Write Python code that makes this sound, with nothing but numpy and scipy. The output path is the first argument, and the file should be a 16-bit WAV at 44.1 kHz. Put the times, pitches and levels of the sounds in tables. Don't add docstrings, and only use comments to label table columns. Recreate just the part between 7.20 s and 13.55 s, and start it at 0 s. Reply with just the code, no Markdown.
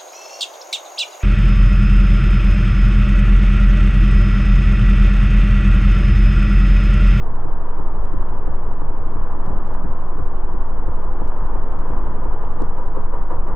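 import sys
import numpy as np
from scipy import signal
from scipy.fft import rfft, irfft
from scipy.io import wavfile
from scipy.ndimage import map_coordinates

SR = 44100
rng = np.random.default_rng(int(sys.argv[2]) if len(sys.argv) > 2 else 0)


def waveform_to_disk(signal):
    frames = np.transpose(np.atleast_2d(signal))
    scaled = np.clip(frames, -1, 1) * 32767
    samples = np.round(scaled).astype(np.int16)
    wavfile.write(sys.argv[1], SR, samples)


N = 280035
TIME_S = np.arange(N) / SR


def from_db(db):
    return 10 ** (np.asarray(db) / 20)


def rms_one(x):
    return x / np.sqrt(np.mean(x ** 2) + 1e-20)


def in_time(rows):
    return np.interp(TIME_S, *np.transpose(rows))


def at_hz(rows):
    hz, *columns = np.transpose(rows)
    bins = np.maximum(np.arange(N // 2 + 1) * SR / N, 1)
    return [np.interp(np.log(bins), np.log(hz), column) for column in columns]


def ring(clicks, hz, ring_s):
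    r, w = from_db(-60 / (ring_s * SR)), 2 * np.pi * hz / SR
    return signal.lfilter([0, np.sin(w)], [1, -2 * r * np.cos(w), r * r], clicks + 1e-18)


def resonance(x, hz, width_hz):
    r, w = np.exp(-np.pi * width_hz / SR), 2 * np.pi * hz / SR
    return signal.lfilter(np.array([1, 0, -1]) * (1 - r * r) / 2, [1, -2 * r * np.cos(w), r * r], x)


def low_pass(x, hz, order=4):
    return signal.sosfilt(signal.butter(order, hz, fs=SR, output="sos"), x + 1e-18)


def clicks_of(rows):
    clicks = np.zeros(N)
    for start_s, level_db in rows:
        clicks[round(start_s * SR)] = from_db(level_db)
    return clicks


def random_clicks(per_s, size_db):
    sizes = from_db(size_db * np.minimum(rng.exponential(1, N), 3)) * rng.choice([-1, 1], N)
    return sizes * (rng.random(N) < per_s / SR)


# pitch_hz, likeness (1 = same in both), left_minus_right_db
STEREO_SPREAD = [(30, 0.59, 3.5), (90, .45, 3.5), (134, 0.67, 2.5), (224, 0.29, 0), (268, 0.38, -5),
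                 (455, 0.57, 0), (1030, 0.92, 0.1), (1270, 0.72, 3.5), (1710, 0.37, 0), (2100, -0.16, -6.5),
                 (3100, 0.19, 0.5)]

def stereo_noise(spectrum):
    likeness, lean_db = at_hz(STEREO_SPREAD)
    middle, side = rfft(rng.standard_normal((2, N)))
    sign = np.array([[1], [-1]])
    pair = np.sqrt(1 + likeness) * middle + sign * np.sqrt(1 - likeness) * side
    return rms_one(irfft(pair * from_db(at_hz(spectrum)[0] + sign * lean_db / 2), N))


# time_s, speed_rpm
CRANK_SPEED = [(0, 346.4), (1.35, 354.1), (2.4, 349.2), (2.75, 342.2), (4, 359.2), (4.65, 342.9),
               (5.5, 331.5), (6.35, 354.0)]

def engine_cycle(start_cycle=0.268):
    turns = np.cumsum(in_time(CRANK_SPEED)) / (60 * SR)
    return start_cycle + turns / 2


# multiple (of the firing rate), level_db
EXHAUST_TONES = [(2, -32.5), (3, -54), (4, -10), (5, -41), (6, -51), (7, -42.5), (8, -26.5), (10, -37.5),
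                 (11, -40), (12, -36), (14, -46), (16, -37)]

def throb(cycle, dip_cycle=0.2203, right_lead_s=0.0025):
    phase = 2 * np.pi * (cycle - dip_cycle)
    wave = -sum(from_db(db) * np.cos(multiple * phase) for multiple, db in EXHAUST_TONES)
    return np.array([wave, np.interp(TIME_S + right_lead_s, TIME_S, wave)])


# pitch_hz, relative_db
GAS_SPECTRUM = [(15, -11), (28, -6), (36, 7.5), (44, 3), (52, -11.5), (62, -4.5), (90, -8), (125, -15),
                (200, -22), (400, -77)]

def rumble(cycle, level_db=-28.0, swing_db=2.0, peak_cycle=0.084):
    surge_db = swing_db * np.cos(4 * np.pi * (cycle - peak_cycle))
    return from_db(level_db + surge_db) * stereo_noise(GAS_SPECTRUM)


# pitch_hz, width_hz, relative_db
CASING_RINGS = [(345, 150, -6.5), (500.4, 56, 5), (790, 400, -5.5), (967, 44, 6), (1163, 100, -4.5),
                (3260, 900, -14.5)]
# time_s, level_db
CLATTER_LEVEL = [(0, -58), (2, -50), (3.4, -56.5), (4.75, -45.5), (5.6, -39), (6.1, -35), (6.35, -36.5)]

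def clatter(cycle, lead_turns=0.2, rise_turns=0.097, fade_turns=0.24, top_hz=1600):
    turn = (2 * cycle + lead_turns) % 1
    rise = 1 - np.exp(-(turn / rise_turns) ** 2)
    burst = rms_one(rise * np.exp(-turn / fade_turns) + 0.0092)
    shake = burst * stereo_noise([(100, 0.0045), (3000, 0.014)])
    casing = sum((-1) ** k * from_db(db) * resonance(shake, hz, width_hz)
                 for k, (hz, width_hz, db) in enumerate(CASING_RINGS))
    return from_db(in_time(CLATTER_LEVEL)) * rms_one(low_pass(casing, top_hz))


# pitch_hz, relative_db
CHURN_SPECTRUM = [(70, -1), (130, -3.5), (200, -1), (270, -2), (350, -0.5), (470, -1.5), (600, -8.5),
                  (800, -14.5), (1400, -73.5)]
RUSH_SPECTRUM = [(350, -19.5), (600, -4), (780, -2.5), (1000, 1.5), (1200, -3.5), (1500, -10),
                 (1900, -17.5), (2050, -24), (2400, -26), (2780, -34), (3050, -27.5), (3300, -30.5),
                 (3500, -44.5), (5500, -60.5)]
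# time_s, relative_db
WATER_LEVEL = [(0.0, -35.5), (1.22, -35), (1.68, -35.5), (2.35, -34), (3.16, -36), (4.79, -33),
               (5.91, -36.5), (6.35, -36)]

def creek(churn_db=-1, rush_db=-3):
    churn = from_db(churn_db) * stereo_noise(CHURN_SPECTRUM)
    rush = from_db(rush_db) * (stereo_noise(RUSH_SPECTRUM) + droplets())
    return from_db(in_time(WATER_LEVEL)) * (churn + rush)


def droplets(per_s=110, ring_cycles=30, level_db=-9, low_hz=840, high_hz=1200, pitch_count=12):
    drops = random_clicks(per_s, size_db=3.5)
    pitch_choice = rng.integers(0, pitch_count, N)
    bubbles = sum(ring(drops * (pitch_choice == k), hz, ring_cycles / hz)
                  for k, hz in enumerate(np.geomspace(low_hz, high_hz, pitch_count)))
    return from_db(level_db) * rms_one(low_pass(bubbles, hz=1400))


# peak_s, relative_db
WHEEL_SLOSHES = [(1.05, -41), (2.29, -32), (2.67, -34.5), (3.6, -43), (4.4, -42.5), (4.72, -31),
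                 (4.96, -37.5), (5.43, -42), (6.3, -40.5)]

def slosh(pitch_hz=160, width_hz=80, rise_s=0.06, fall_s=0.066, lapping_db=-50, gain_db=-0.5):
    water = resonance(stereo_noise(CHURN_SPECTRUM), pitch_hz, width_hz)
    water = rms_one(resonance(water, pitch_hz, width_hz))
    swells = np.zeros(N)
    for peak_s, db in WHEEL_SLOSHES:
        length_s = np.where(TIME_S < peak_s, rise_s, fall_s)
        swells += from_db(db) * np.exp(-((TIME_S - peak_s) / length_s) ** 2)
    return from_db(gain_db) * (from_db(lapping_db) + swells) * water


# start_s, relative_db
STONE_SNAPS = [(.875, -48), (1.089, -45), (1.138, -48), (4.042, -47.5), (4.524, -45), (5.249, -44)]

def stones(pitch_hz=3000, ring_s=0.004, gain_db=5, gravel_db=-62):
    gravel = from_db(gravel_db) * random_clicks(per_s=9, size_db=4.5)
    pebbles = ring(clicks_of(STONE_SNAPS) + gravel, pitch_hz, ring_s)
    return from_db(gain_db) * low_pass(pebbles, hz=5100)


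# time_s, relative_db
ENGINE_LOAD = [(0, -10), (1.6, -1), (2.1, 4.5), (4.0, 3.5), (5.1, 6), (5.4, -12), (6.35, -14)]

def firings(cycle, kick_db=-1.5, kick_scatter_db=1.4, boom_scatter_db=0.5):
    fired = np.diff(np.floor(cycle), prepend=0) > 0
    luck_per_cycle = np.clip(rng.standard_normal((int(cycle[-1]) + 1, 2)), -2, 2)
    kick_luck, boom_luck = luck_per_cycle[cycle.astype(int)].T
    kicks = fired * from_db(kick_db + kick_scatter_db * kick_luck)
    booms = fired * from_db(in_time(ENGINE_LOAD) - boom_scatter_db * boom_luck)
    return kicks, booms


# pitch_hz, relative_db, ring_s, left_gain, right_gain
BODY_RINGS = [(98, -31.5, 0.15, 1, 1), (173, -36, 0.14, 0.93, 1), (289, -20, 0.055, -1.12, 1),
              (378, -27, 0.049, 0.87, 0.55), (509, -30.5, 0.064, 0.78, 0.66)]
# start_s, relative_db
HARD_FIRINGS = [(5.418, 2.5)]

def thumps(kicks, start_hz=430, end_hz=43, fall_s=0.01333, rise_s=0.024, fade_s=0.026,
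           sweep_db=-16, crack_db=3, right_db=-10):
    all_kicks = kicks + clicks_of(HARD_FIRINGS)
    age_s = np.arange(SR // 3) / SR
    pitch_hz = end_hz + (start_hz - end_hz) * np.exp(-age_s / fall_s)
    swell = (1 - np.exp(-age_s / rise_s)) * np.exp(-age_s / fade_s)
    sweep = np.sin(2 * np.pi * np.cumsum(pitch_hz) / SR) * swell
    crack = from_db(crack_db) * low_pass(all_kicks, hz=900)
    thump = crack + from_db(sweep_db) * signal.fftconvolve(all_kicks, sweep)[:N]
    body = sum(ring(all_kicks, hz, ring_s) * from_db(db) * np.array([[left], [right]])
               for hz, db, ring_s, left, right in BODY_RINGS)
    return np.array([thump, thump * from_db(right_db)]) + low_pass(body, hz=1100)


def muffler(booms, pitch_hz=39, peak_s=0.03, length_s=0.014, gain_db=-25):
    age_s = np.arange(SR // 4) / SR
    swell = np.exp(-((age_s - peak_s) / length_s) ** 2) * (1 - np.exp(-age_s / 0.005))
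    boom = -np.cos(2 * np.pi * pitch_hz * age_s) * swell
    return from_db(gain_db) * signal.fftconvolve(booms, boom)[:N]


# start_s, level_db, pitch_hz
WHEEL_SPLASHES = [(1.026, -21.5, 960), (1.529, -27, 790), (2.072, -21.5, 1030), (2.55, -19.5, 1030),
                  (4.018, -27, 710), (4.120, -20, 960), (4.735, -20.5, 900)]

def splashes(ring_cycles=12):
    plops = sum(ring(clicks_of([(start_s, db)]), hz, ring_cycles / hz)
                for start_s, db, hz in WHEEL_SPLASHES)
    return low_pass(plops, hz=2100)


def scene():
    cycle = engine_cycle()
    kicks, booms = firings(cycle)
    engine = throb(cycle) + rumble(cycle) + clatter(cycle) + thumps(kicks) + muffler(booms)
    return engine + slosh() + creek() + stones() + splashes()


SLOW_RATE_HZ, BLOCK_SAMPLES = 12000, 256

def slow_playback(x, stalls, seam_s=0.0026):
    place = (TIME_S - seam_s) * SLOW_RATE_HZ + BLOCK_SAMPLES
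    step = place.astype(int)
    sparse_s = (np.arange(step[-1] + 2) - BLOCK_SAMPLES) / SLOW_RATE_HZ + seam_s
    sparse = map_coordinates(x, [sparse_s * SR], order=3, mode="nearest")
    at_seam = step % BLOCK_SAMPLES == 0
    glide = (place - step) * (1 - stalls[step // BLOCK_SAMPLES] * at_seam)
    return sparse[step] + glide * np.diff(sparse)[step]


# start_s, relative_db
PLAYBACK_TICKS = [(.152, -33), (2.5413, -26.5), (2.8612, -35), (4.0773, -30), (4.5892, -31), (5.4213, -21),
                  (6.2746, -35)]

def record(dry, stall_share=0.51, stall_scatter_db=3.5, tick_left_db=-3, top_hz=15800):
    stall_luck = np.clip(rng.standard_normal(N // BLOCK_SAMPLES), -2, 2)
    stalls = stall_share * from_db(stall_scatter_db * stall_luck)
    fizzy = np.array([slow_playback(channel, stalls) for channel in dry])
    ticks = low_pass(clicks_of(PLAYBACK_TICKS), hz=7000, order=2)
    balance = np.array([[from_db(tick_left_db)], [1]])
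    treble_cut = signal.ellip(10, 0.1, 80, top_hz, fs=SR, output="sos")
    return signal.sosfilt(treble_cut, fizzy + ticks * balance)


dry = scene()
out = record(dry)
waveform_to_disk(out)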